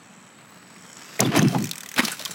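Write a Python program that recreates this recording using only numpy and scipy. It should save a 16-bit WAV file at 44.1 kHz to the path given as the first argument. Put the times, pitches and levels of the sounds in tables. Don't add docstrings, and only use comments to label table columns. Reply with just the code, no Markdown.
import sys
import numpy as np
from scipy import signal
from scipy.fft import rfft, irfft
from scipy.io import wavfile
from scipy.ndimage import uniform_filter1d

SR = 44100
rng = np.random.default_rng(int(sys.argv[2]) if len(sys.argv) > 2 else 0)


def master(y):
    cut = np.clip(np.atleast_2d(y).T, -1, 1)
    pcm = np.round(cut * 32767)
    wavfile.write(sys.argv[1], SR, pcm.astype(np.int16))


N = 103370
T = np.arange(N) / SR
RAMP_S = 1.19

# [t/s, ratchet teeth passed]
TEETH_PASSED = [(0.0328, 0), (0.163, 10), (0.5177, 38), (0.7672, 57), (0.8774, 65), (1.0206, 76),
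                (1.1418, 86), (1.19, 90)]
# [t/s, level/dB of bands below 10 kHz, level/dB of bands above]
APPROACH_LEVEL = [(0, -41, -43), (0.25, -44.5, -62), (.5, -60, -39), (0.7, -43.5, -45), (0.95, -33, -44),
                  (1.19, -38, -36)]
# [f/Hz, first-pass width/Hz, level/dB]
FAR_BANDS = [(7180, 1500, 8), (5730, 400, 6), (11300, 1400, 2.5), (15100, 2400, 4)]
# [t/s, peak level/dB]
NEAR_TICKS = [(1.5845, -20), (1.6042, -26), (1.6228, -22), (1.641, -17), (1.6548, -19), (1.6701, -23.5),
              (1.691, -23), (1.733, -21.5), (1.756, -21), (1.78, -20.5), (1.8059, -21.5), (1.833, -23.5),
              (1.8602, -22), (1.8888, -21), (1.915, -22.5), (1.9404, -21.5)]
# [f/Hz, level/dB before scatter]
HUB_MODES = [(1990, 7.5), (2495, 9), (3640, 8), (5140, -12), (5760, 8.5), (6500, 10.5), (7630, 7),
             (8780, -3), (11700, -4)]
# [t/s, boom level/dB, panel level/dB, f/Hz favoured by the wheel's position]
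RAMP_LOAD = [(1.191, -76, -40, 185), (1.196, -24, -23.5, 284), (1.225, -21.5, -24, 161),
             (1.255, -23, -32, 280), (1.29, -19.5, -45, 203), (1.325, -35, -35.5, 196),
             (1.352, -24.5, -23.5, 275), (1.376, -16, -24, 274), (1.395, -17, -34, 134),
             (1.425, -16.5, -26.5, 194), (1.452, -15, -38, 275), (1.475, -15, -52, 170),
             (1.492, -25.5, -44, 181), (1.54, -31.5, -32, 190), (1.556, -19.5, -27, 256),
             (1.575, -21.5, -40, 169), (1.595, -25, -42, 210), (1.64, -25, -46.5, 210),
             (1.67, -35, -65, 155), (1.7, -39.5, -58, 174), (1.78, -63, -75, 172)]
# [f/Hz, level/dB]
SHELL_MODES = [(110, -1), (138, 2.5), (177, 0), (215, -5), (247, -4), (300, -2), (350, -3), (455, 7),
               (560, 2.5), (630, 6.5), (705, 8), (800, -0.5), (1010, -2.5), (1200, -4)]
# [t/s, peak level/dB, ring f/Hz, burst t60/s, ring width/Hz]
CLACK_EVENTS = [(1.1926, -15, 2020, 0.014, 600), (1.2042, -4, 5840, 0.018, 2500),
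                (1.2477, -22.5, 3450, 0.034, 200), (1.262, -25.5, 9900, 0.0037, 4000),
                (1.3635, -11.5, 8600, 0.016, 5000), (1.369, -14, 4260, 0.052, 3100),
                (1.3746, -17, 11700, 0.012, 4000), (1.391, -13.5, 6260, 0.013, 413),
                (1.42, -16.5, 3670, 0.0051, 1500), (1.4269, -18, 5700, 0.026, 3020),
                (1.484, -17, 5100, 0.01, 2240), (1.6424, -20, 6360, 0.0081, 1510),
                (1.7122, -13.5, 3840, 0.029, 3270), (1.9621, -20.5, 2700, 0.067, 2040),
                (1.986, -8.5, 1180, 0.15, 1010), (1.9918, -10.5, 2030, 0.05, 334),
                (2.0506, -10.5, 4550, 0.04, 2530), (2.08, -18, 2640, 0.041, 2000),
                (2.1168, -18.5, 7860, 0.062, 3300), (2.118, -26.5, 1470, 0.11, 402),
                (2.194, -20.5, 3750, 0.069, 3620), (2.213, -21.5, 3530, 0.013, 2000),
                (2.223, -23, 2960, 0.015, 3500), (2.2511, -15.5, 5670, 0.025, 3820),
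                (2.2578, -15, 3500, 0.014, 1500), (2.279, -26, 3940, 0.014, 2000),
                (2.3097, -22, 7200, 0.051, 3020)]
# [t/s, peak level/dB, f/Hz]
SNAP_EVENTS = [(1.2030, -7, 3600), (1.2049, -1, 6500), (1.2058, -1, 6200), (1.2077, -9, 7000),
               (1.3509, -20, 6000), (1.5495, -22, 2200), (1.7132, -13, 4500), (1.3914, -12, 4000),
               (1.9931, -9, 1800), (2.2575, -15, 3500)]
# [t/s, peak level/dB, f/Hz, nominal decay/s]
THUD_EVENTS = [(1.353, -13, 653, 0.047), (1.367, -16.5, 730, 0.074), (1.5485, -15, 783, 0.11),
               (1.967, -34, 141, 0.06), (1.991, -10.5, 243, 0.061), (1.992, -22, 690, 0.046),
               (2.032, -20.5, 214, 0.15), (2.035, -18.5, 1180, 0.06), (2.202, -33, 600, 0.078),
               (2.263, -26, 1100, 0.036), (2.295, -33.5, 163, 0.068)]
# [t/s, level/dB, gain above 4 kHz/dB]
TYRE_LEVEL = [(0, -53, -7.5), (0.6, -50.5, -6), (0.95, -47, -3), (1.19, -43, 0.5), (1.197, -25, -23),
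              (1.24, -35, -1.5), (1.33, -32, -12), (1.37, -22, -5.5), (1.44, -32, -8), (1.55, -44, 9),
              (1.65, -46.5, 0), (1.955, -49.5, 2), (1.968, -33.5, -2), (1.996, -12, -3), (2.015, -36, -1.5),
              (2.04, -33, 9), (2.09, -32, 0), (2.13, -38.5, 7), (2.17, -46.5, 8.5), (2.2, -40.5, 4),
              (2.34, -44, 8)]
# [f/Hz, level/dB per Hz]
TYRE_SPECTRUM = [(300, -1), (700, -3), (1400, 2), (2200, 0), (3600, -3), (7000, -9), (16000, -18)]
# [t/s, level/dB]
SIZZLE_LEVEL = [(0.45, -81), (0.75, -64.5), (1.15, -56), (1.25, -74)]
# [f/Hz, level/dB per Hz]
HUM_SPECTRUM = [(30, -68), (98, -5.5), (227, 0.5), (374, -10), (550, -9.5), (1040, -10), (2500, -17),
                (4600, -42), (7000, -20.5), (9500, -39), (16000, -74)]

FAR_T60_S, FAR_SCATTER_DB, FAR_MODE_SCATTER_DB = 0.012, 1.5, 1.8
TICK_T60_S, TICK_SCATTER_DB, TICK_HISS_DB, HUB_Q = 0.027, 4.5, -3, 9.0
SPIKE = 2.14
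KNOBS_PER_S, KNOB_SPREAD_DB, FAVOUR_DB_PER_OCTAVE = 450, 3.5, 12
PANEL_FROM_HZ = 400
BOOM_WIDTH_HZ, PANEL_WIDTH_HZ = 0.99 / 0.054, 3.24 / 0.046
CRACK_DB, CRACK_DB_PER_OCTAVE = -7.5, 4
CRACK_T60_S = 0.011
SNAP_Q = 1.5
GRIT_PER_S, GRIT_SPREAD_DB, GRIT_T60_S = 500, 4, 0.013
HISS_SHARE, ASPHALT_GRIT = 0.91, 0.69
PATCHY_DB = 3.0
SIZZLE_HZ, SIZZLE_WIDTH_HZ = 5380, 410
INSECT_HZ, INSECT_WAVER_HZ = 7880, 129
INSECT_PULSES_HZ, INSECT_DUTY, INSECT_LEAK, INSECT_START_S = 48.15, 0.59, 0.27, 0.0142
INSECT_DB, INSECT_SWELL_DB_PER_S, INSECT_DROP_DB = -58, 4.5, -5
HUM_DB, DRONE_DB, DRONE_HZ, DRONE_WIDTH_HZ = -52, -57, 190, 36
MIC_LOW_HZ, MIC_STOP_HZ = 100, 15900 * 1.05


def amp(db):
    return 10 ** (np.asarray(db) / 20)


def unit(x):
    return x / np.sqrt(np.mean(x ** 2) + 1e-20)


def peak_unit(x):
    return x / np.abs(x).max()


def in_time(rows):
    s, *columns = np.transpose(rows)
    return [np.interp(T, s, c) for c in columns]


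def resonate(x, hz, width_hz):
    r = np.exp(-np.pi * width_hz / SR)
    feedback = [1, -2 * r * np.cos(2 * np.pi * hz / SR), r * r]
    return signal.lfilter(np.array([1, 0, -1]) * (1 - r * r) / 2, feedback, x)


def colour(x, spectrum):
    hz, db = np.transpose(spectrum)
    f = np.maximum(np.arange(N // 2 + 1) * SR / N, 1)
    gain = amp(np.interp(np.log(f), np.log(hz), db))
    return unit(irfft(rfft(x) * gain, N))


def grains(rate, spread_db):
    hits = rng.random(N) < rate / SR
    sizes = amp(spread_db * np.minimum(rng.exponential(1, N), 4))
    return hits * sizes * rng.choice([-1, 1], N)


def add(out, s, x):
    i = int(s * SR)
    out[i:i + len(x)] += x[:max(len(out) - i, 0)]


def burst(t60):
    t = np.arange(4000) / SR
    x = rng.standard_normal(4000) * amp(-60 * t / t60) * np.minimum(t / 0.00068, 1)
    x[12] += SPIKE
    return x


def tick(t60, scatter_db):
    snap = burst(t60)
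    strengths = rng.normal(0, scatter_db, len(HUB_MODES))
    body = sum(amp(db + k) * unit(resonate(snap, hz, hz / HUB_Q))
               for (hz, db), k in zip(HUB_MODES, strengths))
    hiss = unit(np.diff(snap, prepend=0))
    return peak_unit(unit(body) + amp(TICK_HISS_DB) * hiss)


def freewheel():
    s, teeth = np.transpose(TEETH_PASSED)
    far, out = np.zeros(N), np.zeros(N)
    for at in np.interp(np.arange(91), teeth, s):
        add(far, at, amp(rng.normal(0, FAR_SCATTER_DB)) * tick(FAR_T60_S, FAR_MODE_SCATTER_DB))
    for at, peak_db in NEAR_TICKS:
        add(out, at, amp(peak_db) * tick(TICK_T60_S, TICK_SCATTER_DB))
    treble_db, top_db = in_time(APPROACH_LEVEL)
    for hz, width_hz, db in FAR_BANDS:
        band = resonate(resonate(far, hz, width_hz), hz, width_hz * 2)
        out += amp(db + (top_db if hz > 1e4 else treble_db)) * band
    return out


def ramp():
    boom_db, panel_db, favoured = in_time(RAMP_LOAD)
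    knobs = grains(KNOBS_PER_S, KNOB_SPREAD_DB)
    boom, panel = np.zeros(N), np.zeros(N)
    for k, (hz, db) in enumerate(SHELL_MODES):
        sign = (-1) ** k
        if hz < PANEL_FROM_HZ:
            away_db = FAVOUR_DB_PER_OCTAVE * abs(np.log2(hz / favoured))
            boom += sign * amp(db - away_db) * unit(resonate(knobs, hz, BOOM_WIDTH_HZ))
        else:
            panel += sign * amp(db) * unit(resonate(knobs, hz, PANEL_WIDTH_HZ))

    def even(x):
        return x / np.sqrt(uniform_filter1d(x ** 2, size=1100) + 1e-9)

    loaded = (T > RAMP_LOAD[0][0]) * (T < RAMP_LOAD[-1][0])
    return loaded * (amp(boom_db) * even(boom) + amp(panel_db) * even(panel))


def clacks():
    out = np.zeros(N)
    for s, db, hz, t60, width_hz in CLACK_EVENTS:
        snap = burst(t60)
        ring = unit(resonate(resonate(snap, hz, width_hz), hz, width_hz))
        crack_t60 = CRACK_T60_S * (hz / 2000) ** 2
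        dying = snap * amp(-60 * T[:len(snap)] / crack_t60)
        crack = unit(signal.lfilter([1, 0, -1], [1, -.6], dying))
        crack_db = CRACK_DB + CRACK_DB_PER_OCTAVE * np.log2(width_hz / 1000)
        add(out, s, amp(db) * peak_unit(ring + amp(crack_db) * crack))
    return out


def snaps():
    out = np.zeros(N)
    for s, db, hz in SNAP_EVENTS:
        click = signal.unit_impulse(400)
        ring = resonate(resonate(click, hz, hz / SNAP_Q), hz, hz * 2)
        add(out, s, amp(db) * peak_unit(ring))
    return out


def thuds():
    out = np.zeros(N)
    for s, db, hz, t60 in THUD_EVENTS:
        puff = 0.077 * burst(t60)
        puff[0] = 1
        body = resonate(puff, hz, 1.6 / t60 + hz * 0.089)
        add(out, s, amp(db) * peak_unit(resonate(body, hz, hz * 4.7)))
    return out


def tyres():
    db, bright_db = in_time(TYRE_LEVEL)
    decay = amp(-60 / (GRIT_T60_S * SR))
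    crunch = unit(signal.lfilter([1], [1, -decay], abs(grains(GRIT_PER_S, GRIT_SPREAD_DB))))
    envelope = crunch * np.where(T < RAMP_S, ASPHALT_GRIT, 1) + HISS_SHARE
    grit = colour(envelope * rng.standard_normal(N), TYRE_SPECTRUM)
    top = grit - signal.sosfiltfilt(signal.butter(2, 4000, fs=SR, output="sos"), grit)
    return amp(db) * (grit + (amp(bright_db) - 1) * top)


def sizzle():
    band = resonate(rng.standard_normal(N), SIZZLE_HZ, SIZZLE_WIDTH_HZ)
    band = resonate(band, SIZZLE_HZ, SIZZLE_WIDTH_HZ)
    return amp(*in_time(SIZZLE_LEVEL)) * unit(band)


def insect():
    waver = unit(uniform_filter1d(rng.standard_normal(N), size=60))
    whine = np.sin(2 * np.pi * np.cumsum(INSECT_HZ + INSECT_WAVER_HZ * waver) / SR)
    pulse_phase = (T - INSECT_START_S) * INSECT_PULSES_HZ % 1
    gate = uniform_filter1d((pulse_phase < INSECT_DUTY) + INSECT_LEAK, size=120)
    swell_db = INSECT_SWELL_DB_PER_S * np.minimum(T, RAMP_S)
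    return amp(INSECT_DB + swell_db + INSECT_DROP_DB * (T > RAMP_S)) * whine * gate


def hum():
    return amp(HUM_DB) * colour(rng.standard_normal(N), HUM_SPECTRUM)


def drone():
    return amp(DRONE_DB) * unit(resonate(rng.standard_normal(N), DRONE_HZ, DRONE_WIDTH_HZ))


def patchy(x):
    spectrum, f, out = rfft(x), np.arange(N // 2 + 1) * SR / N, x.copy()
    for low in 2500 * 2 ** np.arange(0, 2.75, .125):
        band = irfft(spectrum * (f >= low) * (f < low * 2 ** .125), N)
        slow = np.interp(T, np.linspace(0, T[-1], 14), rng.standard_normal(14))
        out += (amp(PATCHY_DB * slow) - 1) * band
    return out


def scene():
    bicycle = freewheel() + ramp() + clacks() + snaps() + thuds() + sizzle()
    noise_bed = patchy(tyres() + hum())
    return (bicycle + noise_bed + insect() + drone())[None]


def record(dry):
    x = signal.sosfilt(signal.butter(4, MIC_LOW_HZ, "high", fs=SR, output="sos"), dry)
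    return signal.sosfilt(signal.cheby2(16, 60, MIC_STOP_HZ, fs=SR, output="sos"), np.tanh(x))


dry = scene()
out = record(dry)
master(out)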